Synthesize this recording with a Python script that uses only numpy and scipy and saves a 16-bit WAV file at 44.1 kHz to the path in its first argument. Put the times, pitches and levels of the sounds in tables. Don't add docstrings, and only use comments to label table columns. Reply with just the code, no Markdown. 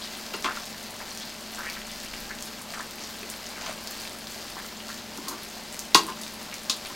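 import sys
import numpy as np
from scipy import signal
from scipy.fft import rfft, irfft, next_fast_len
from scipy.io import wavfile
from scipy.ndimage import map_coordinates

SR = 44100
rng = np.random.default_rng(int(sys.argv[2]) if len(sys.argv) > 2 else 0)


def generate_wav(sig):
    pcm = np.round(np.clip(np.atleast_2d(sig).T, -1, 1) * 32767).astype(np.int16)
    wavfile.write(sys.argv[1], SR, pcm)


N = 306491

# frequency in Hz, relative density in dB per Hz.
FIZZ_SPECTRUM = [(200, -21), (700, -7), (1700, 0.5), (2300, -3.5), (3400, -4.5), (4300, 2.5), (5000, 1.5),
                 (5700, -2.5), (7000, -4.5), (9800, -12.5), (12000, -11), (15800, -13)]
# time in seconds, level in dB.
SIZZLE_LEVEL = [(0.0, -41.5), (0.35, -42), (1.41, -43.5), (1.76, -42), (2.8, -45), (3.21, -42), (4.97, -44),
                (6.95, -44)]
SIZZLE_GAIN_DB = 0.6
# start in seconds, direct peak in dB before the room's share, pitch in Hz.
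LOUD_SPITS = [(0.425, -15, 5500), (1.175, -14, 5800), (1.700, -13.5, 4520), (2.425, -11.5, 6260),
              (2.738, -18.5, 1800), (3.301, -11, 7800), (3.874, -11.5, 4830), (4.018, -17, 6000),
              (4.884, -17, 4380), (5.7927, -8, 6200), (6.067, -16, 8440), (6.542, -14, 6000)]
SMALL_SPIT_DB, SMALL_SPIT_SPREAD_DB, SMALL_SPIT_HZ = -22.5, 2.5, 9400

# start in seconds, length in seconds, rms level in dB over that length, bubble pitch in Hz.
NOODLE_SQUELCHES = [(.449, .02, -30, 1290), (0.478, .045, -32, 1700), (0.544, 0.034, -37.5, 1750),
                    (1.002, 0.021, -38.5, 1500), (1.583, 0.11, -37, 1800), (1.765, .01, -38, 1740),
                    (2.295, 0.022, -36.5, 1540), (2.735, .072, -38, 1350), (3.56, .04, -43, 1600),
                    (4.565, .039, -39.5, 1720), (4.888, .018, -38.5, 1563), (6.519, 0.027, -41.5, 2525)]
SQUELCH_RISE_OCT_PER_S = 5.7
# start in seconds, length in seconds, rms level in dB over that length, bubble pitch in Hz.
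FAT_SPUTTERS = [(0.014, 0.064, -39.5, 4210), (1.206, .03, -39.5, 4320), (2.999, .058, -42.5, 5470)]
LANDING_S, LANDING_LENGTH_S, LANDING_DB = 3.61, 0.1, -42.5
LANDING_LOW_HZ, LANDING_HIGH_HZ, LANDING_DB_PER_OCT = 860, 4590, -0.6

# start in seconds,
# level in dB (rms if the energy filled 10 ms), low-pass edge in Hz, length of the chatter in seconds.
POT_CONTACTS = [(.339, -29.5, 3500, 0.0084), (.445, -23.5, 3500, .015), (5.18, -34, 444, 0.0035),
                (5.268, -31, 3500, 0.024), (5.308, -32, 990, 0.032), (5.9494, -9.5, 3400, 0.00042),
                (6.079, -27.5, 5000, .025), (6.699, -32, 3000, 0.00099), (6.903, -38, 1500, 0.0017)]
# frequency in Hz, relative level in dB, t60 in seconds.
POT_MODES = [(168, -11.5, 0.15), (282, -6.5, 0.092), (331, -3.5, 0.088), (390, -3, 0.055),
             (465, -10, 0.049), (653, -16, 0.1), (894, -9, 0.099), (992, -2.5, 0.098), (1054, 1, 0.14),
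             (1086, -5, 0.15), (1170, -3, 0.1), (1247, -5.5, 0.1), (1420, -3.5, 0.088), (1557, -5, 0.074),
             (1900, -10, 0.16), (2156, -9.5, 0.052), (2530, -7, .07), (2820, -2, 0.092), (3480, -8, 0.13),
             (3980, -8, 0.18), (4100, -11, 0.16), (4800, -8, .15), (5053, -9, .15), (5926, -8, .15)]
# start in seconds, level in dB (rms if the energy filled 10 ms),
# lower band edge in Hz, upper band edge in Hz.
TONG_CLACKS = [(.338, -33, 900, 3200), (.444, -25, 800, 2200), (0.457, -29.5, 800, 1700),
               (5.283, -29, 6500, 15000), (5.946, -8.5, 2000, 8500), (6.214, -37, 8000, 13950),
               (6.234, -35.5, 3500, 8000), (6.697, -18.5, 3430, 6000)]
# centre in Hz, width in Hz, relative level in dB.
TONG_RESONANCES = [(1210, 1000, -5), (2780, 340, -1.5), (3850, 1140, 3), (4600, 880, 1.5),
                   (6250, 1250, 1.5), (8200, 530, -21), (11500, 3300, -21), (15000, 3000, -26)]

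# frequency in Hz, rms level in dB about which it wavers.
HUM_PARTIALS = [(59, -63.5), (103, -65), (217.6, -51.5), (240, -57), (360, -63), (600, -58)]
# frequency in Hz, relative density in dB per Hz.
AIR_SPECTRUM = [(15, -23), (35, -9), (75, -10), (130, -6.5), (160, -0.5), (205, 3.5), (255, -0.5),
                (310, -0.5), (460, -2), (800, -1), (1400, -8.5), (3000, -7), (8000, -16.5), (16000, -26)]
RUMBLE_DB, RUMBLE_WAVER_DB = -66, 2
SWELL_START_S, SWELL_END_S, SWELL_RAMP_S, SWELL_DB = 1.66, 2.6, 0.1, 10

# frequency in Hz, t60 in seconds.
KITCHEN_DECAY = [(150, 0.51), (1000, 0.23), (4000, 0.21), (8000, 0.14), (15000, 0.22)]
# frequency in Hz, left minus right in dB.
STOVE_BALANCE = [(100, 1.6), (1500, 1.5), (4500, 1.5), (9000, 0), (15000, 0.5)]
POT_LEAN_DB = 1.45
# frequency in Hz, gain in dB.
WALL_DIFFERENCE = [(100, -30), (2000, -33), (4500, -24), (8000, -41), (14000, -48)]
TOP_HZ = 15900


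def sizzle():
    fizz = coloured(bursts(per_second=3000, spread_db=5), FIZZ_SPECTRUM)
    flurries = amp(2.33 * wobble(22))
    crackle = flurries * crackles(count=2600, pitch_hz=6140, spread_db=6.5)
    boil = amp(curve(SIZZLE_LEVEL) + SIZZLE_GAIN_DB + 1.05 * wobble(12))
    return in_kitchen(boil * (amp(-0.58) * fizz + amp(-5) * crackle), wet_db=-4.5)


def bursts(per_second, spread_db):
    chance, size = rng.random(N), rng.standard_normal(N)
    sizes = amp(spread_db * np.minimum(size, 2.5))
    return (chance < per_second / SR) * sizes * rng.choice([-1, 1], N)


def crackles(count, pitch_hz, spread_db):
    detune, damping, size = rng.standard_normal((3, count, 1))
    starts = rng.integers(0, N, (count, 1))
    hz = np.clip(pitch_hz * np.exp(0.48 * detune), 2500, 15000)
    cycles = 1.6 * np.exp(0.7 * damping)
    n = np.arange(SR // 200)
    rings = np.sin(2 * np.pi * hz * n / SR) * np.exp(-hz * n / SR / cycles)
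    rings = rings / np.sqrt(cycles)
    rings = rings * amp(spread_db * np.minimum(size, 2.2))
    return unit(np.bincount((starts + n).ravel(), rings.ravel(), minlength=N)[:N])


def spits():
    track, t = np.zeros(N), np.arange(SR // 200) / SR
    lesser = []
    for place, size, detune in rng.random(size=(36, 3)):
        peak_db = SMALL_SPIT_DB + SMALL_SPIT_SPREAD_DB * (2 * size - 1)
        lesser.append((N / SR * place, peak_db, SMALL_SPIT_HZ * 2 ** (detune - 0.5)))
    for s, db, hz in LOUD_SPITS + lesser:
        pulsation = np.sin(2 * np.pi * hz * t) * np.exp(-t * hz)
        snap = np.diff(pulsation)
        add(track, s, amp(db) * snap / np.abs(snap).max())
    return in_kitchen(track, wet_db=-0.5)


def noodles():
    track = np.zeros(N)
    for s, length, db, hz in NOODLE_SQUELCHES:
        add(track, s, amp(db) * squelch(length, hz, SQUELCH_RISE_OCT_PER_S))
    for s, length, db, hz in FAT_SPUTTERS:
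        add(track, s, amp(db) * squelch(length, hz, climb=0))
    add(track, LANDING_S, landing(count=4))
    times = rng.uniform(0, N / SR, size=400)
    for s, (detune, size) in zip(times, rng.standard_normal((400, 2))):
        hz = 1450 * np.exp(0.448 * detune)
        add(track, s, amp(-38.5 + 5.1 * min(size, 1.6)) * bubble(hz, cycles=2.1, rise=0.39))
    return in_kitchen(track, wet_db=-3.0)


def squelch(length, pitch_hz, climb):
    sound = np.zeros(SR // 4)
    count = 4 + int(length * pitch_hz / 14)
    for order, (place, detune, size) in enumerate(rng.standard_normal((count, 3))):
        s = length * (order + 0.5 + 0.405 * place) / count
        hz = pitch_hz * 2 ** (climb * (s - length / 2)) * np.exp(0.18 * detune)
        add(sound, s, amp(5.1 * size) * bubble(hz, cycles=1.6, rise=0.25))
    return sound * np.sqrt(length * SR / np.sum(sound ** 2))


def bubble(hz, cycles, rise):
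    age = np.arange(SR // 40) / SR * hz / cycles
    bend = rise * age * (age - 2) / (2 + age) / 2
    envelope = (1 - np.exp(-4 * age)) * np.exp(-age)
    return np.sin(2 * np.pi * cycles * (age + bend)) * envelope


def landing(count):
    total = 0
    for hz in np.geomspace(LANDING_LOW_HZ, LANDING_HIGH_HZ, count):
        db = LANDING_DB + LANDING_DB_PER_OCT * np.log2(hz / LANDING_LOW_HZ)
        total = total + amp(db) * squelch(LANDING_LENGTH_S, hz, climb=0)
    return total


def pot():
    track, t = np.zeros(N), np.arange(SR // 3) / SR
    for s, db, bright_hz, length in POT_CONTACTS:
        ring = np.zeros(len(t))
        for hz, level, t60 in POT_MODES:
            decay = amp(level + rng.normal(0, 0.87) - 60 * t / t60)
            ring += rng.choice([-1, 1]) * decay * np.sin(2 * np.pi * hz * t)
        thock = np.cos(2 * np.pi * 1040 * t) * amp(-60 * t / 0.03) * (1 - np.exp(-t / 0.00056))
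        rattle = rng.standard_normal(len(t)) * amp(-60 * t / 0.04)
        response = blow(ring) + amp(-4.5) * blow(thock) + amp(-1.5) * blow(rattle)
        strike = signal.fftconvolve(response, chatter(length))
        radiated = lambda hz: low_pass(hz, bright_hz) * ((hz / 140) ** 2 * low_pass(hz, 138)) ** 2
        add(track, s, amp(db) * blow(filtered(strike, radiated)))
    return in_kitchen(track, wet_db=-6.5)


def chatter(length):
    slips = rng.standard_normal(SR // 10) * amp(3.2 * rng.standard_normal(SR // 10))
    drags = length > 0.003
    return np.concatenate([[1], drags * amp(-18.5) * slips[:max(int(length * SR), 0)]])


def tongs():
    track, t = np.zeros(N), np.arange(SR // 4) / SR
    steel = lambda f: sum(amp(db) * 1j * f * w / (c * c - f * f + 1j * f * w) for c, w, db in TONG_RESONANCES)
    for s, db, low_hz, high_hz in TONG_CLACKS:
        decay = amp(-60 * t / 0.018) + amp(-4.5) * amp(-60 * t / 0.15)
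        contact = rng.standard_normal(len(t)) * decay
        band = lambda hz: (hz / low_hz) ** 2 * low_pass(hz, low_hz) * low_pass(hz, high_hz)
        add(track, s, amp(db) * blow(filtered(contact, lambda hz: steel(hz) * band(hz))))
    return in_kitchen(track, wet_db=-6.0)


def background():
    t = np.arange(N) / SR
    hum = np.zeros(N)
    for hz, db in HUM_PARTIALS:
        level = np.sqrt(2) * amp(db + 1.6 * wobble(4.06))
        hum += level * np.sin(2 * np.pi * hz * t + 0.29 * wobble(3.05))
    air = amp(-44) * coloured(rng.standard_normal(N), AIR_SPECTRUM)
    swell = np.clip(1 + np.minimum(t - SWELL_START_S, SWELL_END_S - t) / SWELL_RAMP_S, 0, 1)
    rumble_db = RUMBLE_DB + SWELL_DB * swell + RUMBLE_WAVER_DB * wobble(7)
    rumble_spectrum = [(12, -20), (34, 1), (60, -17), (150, -60)]  # Hz, relative dB per Hz
    rumble = amp(rumble_db) * coloured(rng.standard_normal(N), rumble_spectrum)
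    return hum + air + rumble


def in_kitchen(x, wet_db):
    hz, t, z = signal.stft(rng.standard_normal(SR // 2), SR, nperseg=256)
    decay = amp(-60 * t / along(KITCHEN_DECAY, hz)[:, None])
    tail = signal.istft(z * decay, SR, nperseg=256)[1]
    tail = np.pad(tail / np.linalg.norm(tail), (SR // 400, 0))
    wet = signal.fftconvolve(x, tail)[:len(x)]
    return (x + amp(wet_db) * wet) / np.hypot(1, amp(wet_db))


def amp(db):
    return 10 ** (np.asarray(db) / 20)


def unit(x):
    return x / np.sqrt(np.mean(x ** 2) + 1e-20)


def blow(x):
    return x * np.sqrt(SR / 100 / np.sum(x ** 2))


def along(points, hz):
    f, v = np.transpose(points)
    return np.interp(np.log(hz + 1), np.log(f + 1), v)


def curve(rows):
    return np.interp(np.arange(N) / SR, *np.transpose(rows))


def wobble(rate):
    steps = np.arange(0, N + 64, 64)
    knots = rng.standard_normal(int(N * rate / SR) + 4)
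    return np.interp(np.arange(N), steps, map_coordinates(knots, [steps * rate / SR]))


def filtered(x, response):
    m = next_fast_len(len(x) + SR // 4)
    return irfft(rfft(x, m) * response(np.fft.rfftfreq(m, 1 / SR)), m)[:len(x)]


def coloured(x, spectrum):
    return unit(filtered(x, lambda hz: amp(along(spectrum, hz))))


def low_pass(hz, edge_hz):
    return 1 / (1 - (hz / edge_hz) ** 2 + 1j * np.sqrt(2) * hz / edge_hz)


def add(track, s, sound):
    start = max(round(s * SR), 0)
    track[start:start + len(sound)] += sound[:max(len(track) - start, 0)]


def scene():
    stove = sizzle() + spits() + noodles() + background()
    utensils = pot() + tongs()
    echo = in_kitchen(stove + utensils, wet_db=30)
    walls = filtered(echo, lambda hz: amp(along(WALL_DIFFERENCE, hz)))
    channels = []
    for side in (1, -1):
        stove_heard = filtered(stove, lambda hz: amp(side * along(STOVE_BALANCE, hz) / 2))
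        utensils_heard = amp(side * POT_LEAN_DB / 2) * utensils
        channels.append(stove_heard + utensils_heard + side * walls)
    return np.array(channels)


def record(dry):
    squashed = dry / (1 + np.abs(dry) ** 6) ** (1 / 6)
    return np.array([filtered(channel, lambda hz: hz < TOP_HZ) for channel in squashed])


dry = scene()
out = record(dry)
generate_wav(out)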